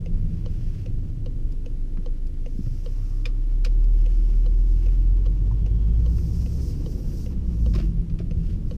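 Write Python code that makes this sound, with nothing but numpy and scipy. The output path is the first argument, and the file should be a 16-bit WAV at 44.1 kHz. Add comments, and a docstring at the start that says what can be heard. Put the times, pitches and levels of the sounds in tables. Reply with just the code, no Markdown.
"""Inside a four-cylinder car, tyres rumble and the turn indicator ticks as it creeps up to a junction at idle.
Near 3 s it pulls away round a corner: the firing pulses quicken and boom in the resonant cabin, while
the steering wheel slides through the driver's hand with a hiss of friction. After 7 s the revs fall for
a shift up; the wheel snaps past the cancel cam and the indicator stalk clatters to rest. Two last
ticks follow. The heater fan hums faintly throughout."""
import sys
import numpy as np
from scipy import signal
from scipy.fft import rfft, irfft, next_fast_len
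from scipy.io import wavfile
from scipy.ndimage import uniform_filter1d

SR = 44100
rng = np.random.default_rng(int(sys.argv[2]) if len(sys.argv) > 2 else 0)


def bounce(signal):
    """Save signal as a 16-bit WAV file at the path given by the first command-line argument."""
    frames = np.transpose(np.atleast_2d(signal))
    limited = np.clip(frames, -1, 1)
    pcm = np.round(limited * 32767).astype(np.int16)
    wavfile.write(sys.argv[1], SR, pcm)


N = 386757
TIME = np.arange(N) / SR
CRUISE_KMH, CRUISE_HZ = 15, 40  # reference road speed and firing rate

# idle, pull-away and shift up (time [s], firing rate [Hz])
FIRING_RATE = [(0, 26.87), (1.1, 25.96), (2.0, 26.92), (2.62, 25.82), (2.88, 30.62), (3.1, 32.83),
               (3.39, 33.35), (3.91, 38.3), (4.4, 38.21), (5.25, 43.76), (5.84, 51.9), (6.45, 64.02),
               (6.86, 71.2), (7.08, 71.38), (7.45, 62.8), (7.94, 43.92), (8.14, 39.87), (8.77, 42.6)]
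# cabin boom at the firing rate (time [s], level [dB])
BOOM_LEVEL = [(0, -39), (.16, -20), (.6, -33.5), (.98, -24.5), (1.12, -43), (1.24, -26.5), (2.0, -25),
              (2.6, -27), (3.3, -22.5), (3.9, -15.5), (5.2, -17.5), (5.5, -21), (6.1, -18), (6.25, -26),
              (6.6, -26.5), (7.0, -40.5), (7.45, -28.5), (7.66, -19.5), (7.8, -22), (8.05, -28.5),
              (8.77, -33.5)]
# response of the cabin to the engine's overtones (frequency [Hz], gain [dB])
CABIN_RESPONSE = [(40, -14), (53, 5), (66, 2), (82, 4.5), (99, 3.5), (112, 2.5), (135, -0.5), (168, -5),
                  (192, -5), (235, -19.5), (260, -14.5), (290, -5), (325, -9), (365, -12), (405, -9.5),
                  (470, -13), (800, -42.5)]
# orders that stand out under load (order [x firing rate], middle [s], half length [s], boost [dB])
STRAINED_ORDERS = [(3, 2.84, 0.46, 8), (3, 7.25, 0.33, 11.5), (4, 6.9, 0.25, 5), (2, 5.1, 0.53, 6.5),
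                   (2, 6.93, 0.12, 8)]
# spectra of the engine's wash and of its thuds through the mounts (frequency [Hz], density [dB])
WASH_SPECTRUM = [(300, -22), (600, 3.5), (800, 2), (1100, -1), (1500, -6.5), (2000, -8.5), (2850, -5.5),
                 (3600, -12.5), (5200, -9), (8000, -20), (15000, -31.5)]
THUD_SPECTRUM = [(30, -30), (60, -1), (120, 3), (170, -3.5), (225, -10.5), (290, -6), (420, -35)]

# motion of the car (time [s], speed [km/h])
ROAD_SPEED = [(0, 17.7), (1.2, 8), (2.3, 2.4), (3.3, 1.92), (4.1, 7.62), (5, 10.36), (6, 16.7), (7, 20.5),
              (8.77, 19.3)]
# rough stretches (middle [s], half length [s], extra floor rumble [dB], extra tyre drumming [dB])
ROUGH_ROAD = [(0.247, 0.24, 4.5, 8.5), (0.993, 0.53, 8.5, 3.5), (5.557, 0.35, 8, 3), (6.228, 0.43, 7, 7.5),
              (7.75, 0.27, 5, 7.5), (8.35, 0.41, 2, 7)]
# spectra of body shake, floor rumble, tyre drumming, roar and tread hiss (frequency [Hz], density [dB])
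SHAKE_SPECTRUM = [(10, -15.5), (21, 12.5), (29, 11), (40, 10), (60, -0.5), (85, -8), (150, -39.5)]
RUMBLE_SPECTRUM = [(50, -9.5), (74, -3), (94, 2.5), (116, 2), (140, -12.5), (220, -36.5)]
DRUM_SPECTRUM = [(110, -37.5), (145, -2), (168, 7.5), (192, -9.5), (210, -1), (235, -13.5), (350, -50.5)]
ROAR_SPECTRUM = [(150, -29), (240, 2), (275, -3), (305, 3), (335, 1), (390, -6), (480, -9.5), (600, -18.5),
                 (800, -28.5), (1400, -88.5)]
TREAD_SPECTRUM = [(500, -4), (780, -1), (1060, -0.5), (1250, -4.5), (1600, -17), (2400, -29)]

# runs of the indicator (first tick [s], ticks [count])
BLINK_RUNS = [(.059, 20), (8.3095, 2)]
# the indicator's modes as the lamp goes on and off (frequency [Hz], level [dB])
TICK_MODES = [(680, 4), (2080, -1), (2560, 5.5), (2760, 5.5), (2960, 1.5), (4400, -16), (5550, -6),
              (6270, -2)]
TOCK_MODES = [(800, 2.5), (1100, 5), (1300, -4), (2480, -23.5), (2900, 5), (3130, 4), (3950, -0.5),
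              (4370, 1), (4700, -10), (6150, -5.5)]
# as the listener turns, sound arrives directly or blurred by the cabin
# (time [s], snap gain [dB], ring gain [dB], snap rise time [s], fan hum gain [dB])
FACING = [(0, 2, 0, 0.0013, -4.5), (1.2, -1.5, 0, 0.0025, 2.5), (3, -0.5, 1.5, 0.002, -2),
          (4.7, -4, -3, 0.004, -6), (5.7, -1.5, -3, .0026, -9), (6.4, -2.5, -3, .0021, 1),
          (6.9, -2.5, 0, 0.0024, 1.5), (7.7, -2, 1, .0026, -1), (8.3, -1, -0.5, 0.0022, -6),
          (8.77, 0, 1, .0017, 0)]

# dull knocks in the cabin (time [s], level [dB], pitch [Hz], rise time [s], upper mode gain [dB])
KNOCKS = [(1.434, -19.5, 48.5, 0.01, -25), (1.981, -29, 172, 0.0075, -21), (2.55, -31, 224, 0.003, -9),
          (2.5896, -17, 189, 0.0021, -30), (2.6, -26.5, 173, 0.005, -23), (2.661, -20.5, 119, 0.0081, -27),
          (2.664, -39, 303, 0.0042, -5), (2.7, -28.5, 126, 0.015, -29), (5.512, -39.5, 950, 0.0014, -26),
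          (5.5198, -43, 960, 0.0017, -24), (7.741, -41, 596.6, 0.0027, -22),
          (7.7487, -39.5, 1080, .003, -28), (7.753, -30.5, 352, 0.0063, -14), (7.771, -23, 48, 0.0048, -20),
          (7.783, -37, 576, .003, -16), (7.799, -34, 370, 0.0034, -6), (7.819, -35, 326.5, 0.0187, -22),
          (8.2, -30, 362, 0.0039, -10), (8.3535, -17, 69.4, 0.016, -13)]
# plastic clicks (time [s], level [dB], ring gain [dB], tilt [dB/octave])
CLICKS = [(1.519, -60, -13, 9), (1.97, -44.5, -26, -11.5), (2.267, -60.5, -13, 7), (2.338, -63, -12, -4),
          (2.661, -58, -13, -6), (3.2544, -36.5, 4.5, -0.5), (3.6465, -33, -24, 0), (3.8399, -58, -8, 3),
          (4.3317, -48, -19, -11.5), (4.884, -49, -9, -12.5), (5.254, -59, -9, -4), (6.182, -50.5, -18, -6),
          (7.7362, -46, -24, -1), (7.745, -50, -12, -7), (7.749, -42, -25, 2), (7.7577, -43.5, -19, -4),
          (7.786, -51, -14, 1.5), (7.797, -45, -20, -3.5), (8.0973, -56, -10, -3), (8.1875, -49.5, -19, 0),
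          (8.196, -55, -16, -4), (8.209, -55, -16, -7)]
# spectrum of the plastic column and trim when struck (frequency [Hz], density [dB])
PLASTIC_SPECTRUM = [(300, -7.5), (880, -12), (1150, 5), (1800, 2), (2500, 6), (3400, 2.5), (4200, 1.5),
                    (5000, 5), (6000, -3), (7200, -10), (9100, -14.5), (10000, -17.5), (15200, -24)]
# modes of that plastic (frequency [Hz], level [dB], time to fall 60 dB [s])
PLASTIC_MODES = [(2430, 4.5, 0.027), (3000, -5, 0.021), (3570, -6, 0.038), (5040, -20, 0.083)]
RATTLE_START_S = 7.779  # first bounce of the cancelled stalk

# strokes of the palm, fizz of fast slides, sleeve rubs (start [s], end [s], level [dB], swell [dB])
PALM_SLIDES = [(.45, .85, -71, 1), (2.52, 3.25, -64.5, -0.5), (3.78, 4.42, -70, 9),
               (4.56, 5.02, -68.5, -4.5), (5.98, 6.0, -70, 11), (6.07, 6.33, -60, 1),
               (6.33, 6.6, -57.5, -7.5), (6.6, 6.72, -52.5, 3), (6.76, 7.12, -59.5, -4),
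               (7.16, 7.28, -55, -3), (7.53, 7.88, -63, -2), (8.42, 8.55, -72, 0), (8.67, 8.77, -67.5, 1)]
FIZZ_SLIDES = [(6.13, 6.32, -69, -2.2), (6.85, 7.31, -68.5, 1), (7.68, 7.9, -75, -1)]
SLEEVE_RUBS = [(.08, .62, -67.5, 8), (.62, .87, -63.5, -1), (2.6, 3.1, -70.5, 0), (4.0, 4.45, -65.5, -3),
               (4.76, 5.02, -64.5, -5), (8.43, 8.54, -61, 3)]
# their friction spectra (frequency [Hz], density [dB])
PALM_SPECTRUM = [(2000, -35), (3000, -16), (3800, -13), (4400, -5.5), (5000, 0), (5700, 0.5), (6400, -4),
                 (7200, -9), (8100, -8.5), (9000, -13.5), (9900, -10.5), (11500, -17), (13700, -10),
                 (15200, -14)]
FIZZ_SPECTRUM = [(7000, -19), (9500, -15), (11200, -8), (13300, -1), (15200, -10)]
SLEEVE_SPECTRUM = [(700, -28), (1350, -3), (2000, -4.5), (2700, -1), (3200, -3.5), (3700, -10),
                   (5000, -5.5), (8000, -16.5), (15000, -22.5)]

# steering assist and turbo (start [s], end [s], centre [Hz], bandwidth [Hz], level [dB])
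WHOOSHES = [(2.803, 3.5, 1200, 230, -71), (3.5, 5.8, 330, 18, -53.5), (5.5, 6.1, 3200, 490, -72),
            (5.1, 6.4, 940, 640, -69.5)]
# tones of the heater fan (frequency [Hz], level [dB])
FAN_TONES = [(254, -50), (298, -63)]
# spectrum of the air from the vents (frequency [Hz], density [dB])
VENT_SPECTRUM = [(200, -2.5), (1000, 1), (1400, 6), (2700, 3.5), (3700, 2), (5500, -0.5), (8000, -3.5),
                 (11000, -5), (15000, -12.5)]


def engine():
    """Periodic forcing: firings drive a boom at their own rate; a wash rises with revs and throttle."""
    firing_hz = curve(FIRING_RATE) * (1 + 0.0043 * wander(7.1))
    cycles = np.cumsum(firing_hz) / SR
    doublings = np.log2(firing_hz / CRUISE_HZ)
    # the idle lopes at 6.6 Hz as the car almost stops
    lope_phase = 2 * np.pi * 6.6 * (TIME - 2.15) + 2 * np.pi / 3 + .4 * wander(3)
    lope_db = 3.5 * hump(2.15, .5) * np.cos(lope_phase)
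    throb_db = (0.52 - 0.35 * doublings) * wander(6.7)
    boom = np.sqrt(2) * amp(curve(BOOM_LEVEL) + lope_db + throb_db) * np.sin(2 * np.pi * cycles)
    overtones = amp(-43 + 5.4 * doublings) * engine_orders(firing_hz, cycles)
    opens_s, closes_s = 2.88, 7.81  # middles of the throttle's one-second ramps
    throttle = np.clip(.5 + np.minimum(TIME - opens_s, closes_s - TIME), 0, 1)
    wash = amp(-68.5 + 2.6 * doublings + 4.5 * throttle + 2 * wander(25)) * noise(WASH_SPECTRUM)
    return boom + overtones + wash + (1 - throttle) * mount_thuds(cycles)


def engine_orders(firing_hz, cycles):
    """Resonance: overtones swell as they sweep through the modes of the cabin."""
    out = np.zeros(N)
    for order in np.arange(3, 21) / 2:
        db = np.interp(order * firing_hz, *np.transpose(CABIN_RESPONSE)) - 0.95 * (order - 2)
        db -= 14 * (order % 1 > 0)  # unequal cylinders add weaker half orders
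        for strained, middle, half_length, boost_db in STRAINED_ORDERS:
            if strained == order:
                db += boost_db * hump(middle, half_length)
        flutter = 1 + 0.54 * wander(10.2)
        phase = 2 * np.pi * (order * cycles + rng.random()) + 0.097 * order * wander(15.3)
        out += amp(db) * flutter * np.sin(phase)
    return out


def mount_thuds(cycles):
    """Structure-borne sound: each firing passes through the mounts as a thud of uneven strength."""
    firings = np.diff(np.floor(cycles), prepend=0)
    strength = amp(6 * np.clip(rng.standard_normal(N), -2, 2))
    return amp(-46.5) * unit(colour(firings * strength, THUD_SPECTRUM))


def tyres():
    """Random forcing: the road excites body, floor and the air in the tyres, more strongly at speed."""
    doublings = np.log2(np.maximum(curve(ROAD_SPEED), 1) / CRUISE_KMH)
    rumble_db = -36.5 + 4.16 * doublings
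    drum_db = -42.5 + 6.5 * doublings
    for middle, half_length, floor_db, tyre_db in ROUGH_ROAD:
        passing = hump(middle, half_length)
        rumble_db += floor_db * passing
        drum_db += tyre_db * passing
    growl_db = 5 * hump(6.93, 0.15)  # the engine's growl at the top of the gear joins the roar
    shake = amp(-28.5 + 3.55 * doublings) * steady(noise(SHAKE_SPECTRUM), seconds=0.2)
    rumble = amp(rumble_db) * steady(noise(RUMBLE_SPECTRUM), seconds=0.22)
    drum = amp(drum_db) * steady(noise(DRUM_SPECTRUM), seconds=0.14)
    roar = amp(-48.5 + doublings + growl_db) * steady(noise(ROAR_SPECTRUM), seconds=0.098)
    tread = amp(-72.5 + 5.3 * doublings + 2.1 * wander(7.4)) * noise(TREAD_SPECTRUM)
    return shake + rumble + drum + roar + tread


def indicator():
    """Modal vibration: tick and tock alternate, each a short snap, then a hollow ring that sags."""
    interval_s, pitch_spread, level_spread_db = .40005, .012, 1.5
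    snaps, rings, t = np.zeros(N), np.zeros(N), np.arange(4096) / SR
    snap_rise_s = curve(FACING, column=3)
    ring_envelope = swell(t - 0.0028, peak_s=0.0044, power=0.63)
    ring_hz = 468 + 120 * np.exp(-t / 0.0068)
    ring_phase = 2 * np.pi * np.cumsum(ring_hz) / SR
    for first, count in BLINK_RUNS:
        for k in range(count):
            start = first + k * interval_s
            modes, snap_db, ring_db = (TOCK_MODES, -48.8, -35.8) if k % 2 else (TICK_MODES, -49.8, -38.8)
            snap_envelope = swell(t, snap_rise_s[round(start * SR)], 2.07)
            snap_envelope += amp(-8) * swell(t, 0.0036, 0.54)
            chord = np.zeros(len(t))
            for hz, db in modes:
                gain = amp(db + level_spread_db * rng.standard_normal())
                detune = 1 + pitch_spread * rng.standard_normal()
                chord += gain * np.sin(2 * np.pi * (hz * detune * t + rng.random()))
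            grit = amp(-6) * noise(PLASTIC_SPECTRUM, size=len(t))
            ring_detune = 1 + pitch_spread * rng.standard_normal()
            add(snaps, start, amp(snap_db) * snap_envelope * (unit(chord) + grit))
            add(rings, start, amp(ring_db) * ring_envelope * np.sin(ring_detune * ring_phase))
    return snaps * amp(curve(FACING)) + rings * amp(curve(FACING, column=2))


def panel_knocks():
    """Heavy damping: a padded panel answers a bump with a few muffled cycles of two modes."""
    out, t = np.zeros(N), np.arange(8000) / SR
    for start, db, hz, peak_s, upper_db in KNOCKS:
        modes = np.sin(2 * np.pi * hz * t) + amp(upper_db) * np.sin(2 * np.pi * 1.785 * hz * t)
        padding = signal.butter(4, 2 * hz, fs=SR, output='sos')
        add(out, start, signal.sosfilt(padding, -amp(db) * swell(t, peak_s, 1.43) * modes))
    return out


def plastic_clicks(rows):
    """Impact excitation: plastic parts give a burst of noise, and their modes decay freely."""
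    out, t = np.zeros(N), np.arange(6000) / SR
    envelope = swell(t, .0024, 1.2) + amp(-12) * swell(t, .009, 1.1)  # snap and short cabin tail
    ring_onset = 2 * (1 - np.exp(-(t / 0.0015) ** 2))
    for start, db, ring_db, tilt_db in rows:
        ring = sum(amp(level - 60 * t / t60) * np.sin(2 * np.pi * (hz * t + rng.random()))
                   for hz, level, t60 in PLASTIC_MODES)
        burst = envelope * noise(PLASTIC_SPECTRUM, size=len(t), tilt_db=tilt_db)
        add(out, start, amp(db) * (burst + amp(ring_db) * ring_onset * ring))
    return out


def stalk_rattle():
    """Dissipation: the cancelled stalk bounces to rest, each gap longer and each click softer."""
    first_gap_s, ring_db, tilt_db = .008, -20, -3
    bounces = [(RATTLE_START_S + first_gap_s * k ** 1.25, -48.5 - 0.3538 * k ** 2, ring_db, tilt_db)
               for k in range(8)]
    return plastic_clicks(bounces)


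def stalk_spring():
    """Free vibration: shaken by the bounces, the stalk's spring rings a moment longer."""
    envelope = swell(TIME - RATTLE_START_S, peak_s=0.031, power=1)
    return amp(-62) * envelope * narrow_band(hz=2720, width_hz=380)


def palm_and_sleeve():
    """Sliding friction: skin on the wheel's rim and rubbing cloth grip unevenly and hiss."""
    palm = strokes(PALM_SLIDES) * amp(wander(25)) * noise(PALM_SPECTRUM)
    sleeve = strokes(SLEEVE_RUBS) * amp(1.9 * wander(60)) * noise(SLEEVE_SPECTRUM)
    fizz = strokes(FIZZ_SLIDES) * noise(FIZZ_SPECTRUM)
    return palm + fizz + sleeve


def assist_and_turbo():
    """Narrow-band noise: steering assist and turbo are heard as fuzzy whistles that swell and fade."""
    out = np.zeros(N)
    for start, end, hz, width_hz, db in WHOOSHES:
        progress = np.clip((TIME - start) / (end - start), 0, 1)
        arch = np.sqrt(abs(np.sin(np.pi * progress)))
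        out += amp(db) * arch * narrow_band(hz, width_hz)
    return out


def heater_fan():
    """Tonal and broadband flow noise: the fan hums unsteadily and its air hisses from the vents."""
    hum = np.zeros(N)
    for hz, db in FAN_TONES:
        gain = amp(db + 0.83 * wander(4.5))
        cycles = np.cumsum(hz + 1.5 * wander(4.95)) / SR
        hum += gain * np.sin(2 * np.pi * cycles)
    return hum * amp(curve(FACING, column=4)) + amp(-67.5) * noise(VENT_SPECTRUM)


def strokes(rows):
    """Incoherent addition: rubbing strokes ease in, arch and ease out, and their powers sum."""
    attack_s, release_s, arch_db = 0.24, 0.089, 2.5
    power = np.zeros(N)
    for start, end, db, swell_db in rows:
        along = np.clip((TIME - start) / (end - start), 0, 1) - .5
        ease_in = np.clip(.5 + (TIME - start) / attack_s, 0, 1)
        ease_out = np.clip(.5 + (end - TIME) / release_s, 0, 1)
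        power += ease_in * ease_out * amp(db + swell_db * along - arch_db * (2 * along) ** 2) ** 2
    return np.sqrt(power)


def swell(t, peak_s, power):
    """Envelope of a damped body: builds to 1 at peak_s, then decays."""
    u = np.maximum(t, 0) / peak_s
    return (u * np.exp(1 - u)) ** power


def hump(middle, half_length):
    """Gaussian bell in time, 1 at its middle."""
    return np.exp(-((TIME - middle) / half_length) ** 2)


def colour(x, spectrum, tilt_db=0):
    """Linear filtering by a spectrum, cut above its last point and tilted per octave about 3 kHz."""
    size = next_fast_len(len(x))
    points_hz, points_db = np.transpose(spectrum)
    hz = np.maximum(np.fft.rfftfreq(size, 1 / SR), points_hz[0])
    db = np.interp(np.log(hz), np.log(points_hz), points_db, right=-np.inf)
    gain = amp(db + tilt_db * np.log2(hz / 3000))
    return irfft(rfft(x, size) * gain, size)[:len(x)]


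def noise(spectrum, size=N, tilt_db=0):
    """Coloured noise of rms 1, rolling off below the spectrum's lowest point."""
    low_cut = signal.butter(2, spectrum[0][0] / 2, 'high', fs=SR, output='sos')
    return unit(signal.sosfilt(low_cut, colour(rng.standard_normal(size), spectrum, tilt_db)))


def narrow_band(hz, width_hz):
    """Random modulation spreads a tone into a band of rms 1."""
    modulation = wander(width_hz / 2) + 1j * wander(width_hz / 2)
    return (modulation * np.exp(2j * np.pi * hz * TIME)).real


def wander(hz):
    """Random fluctuation of rms 1, low-passed at about hz."""
    coarse = TIME[::64]
    f = np.fft.rfftfreq(len(coarse), coarse[1])
    slow = irfft(rfft(rng.standard_normal(len(coarse))) / (1 + (f / hz) ** 4), len(coarse))
    return unit(np.interp(TIME, coarse, slow))


def steady(x, seconds):
    """Division by the running rms removes slow swells and leaves fast flutter."""
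    return x / np.sqrt(uniform_filter1d(x ** 2, int(seconds * SR)) + 1e-6)


def curve(rows, column=1):
    """Linear interpolation of a table's column in time."""
    rows = np.asarray(rows)
    return np.interp(TIME, rows[:, 0], rows[:, column])


def amp(db):
    """Decibels to amplitude ratio."""
    return 10 ** (np.asarray(db) / 20)


def unit(x):
    """Normalisation to rms 1."""
    return x / np.sqrt(np.mean(x ** 2) + 1e-20)


def add(mix, start_s, sound):
    """Superposes a sound on the mix from start_s."""
    part = mix[max(round(start_s * SR), 0):][:len(sound)]
    part += sound[:len(part)]


def scene():
    """Superposition: all sources sum at the seat, in one channel."""
    running = engine() + tyres() + heater_fan() + assist_and_turbo()
    controls = palm_and_sleeve() + indicator() + plastic_clicks(CLICKS) + stalk_rattle() + stalk_spring()
    return (running + controls + panel_knocks())[None]


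def record(dry):
    """Band limiting: the ends are tapered and a steep low-pass cuts the highest treble."""
    taper = signal.windows.tukey(N, .002)
    low_pass = signal.firwin(1023, 15280, window=("kaiser", 9), fs=SR)
    return signal.oaconvolve(dry * taper, low_pass[None], "same")


dry = scene()
out = record(dry)
bounce(out)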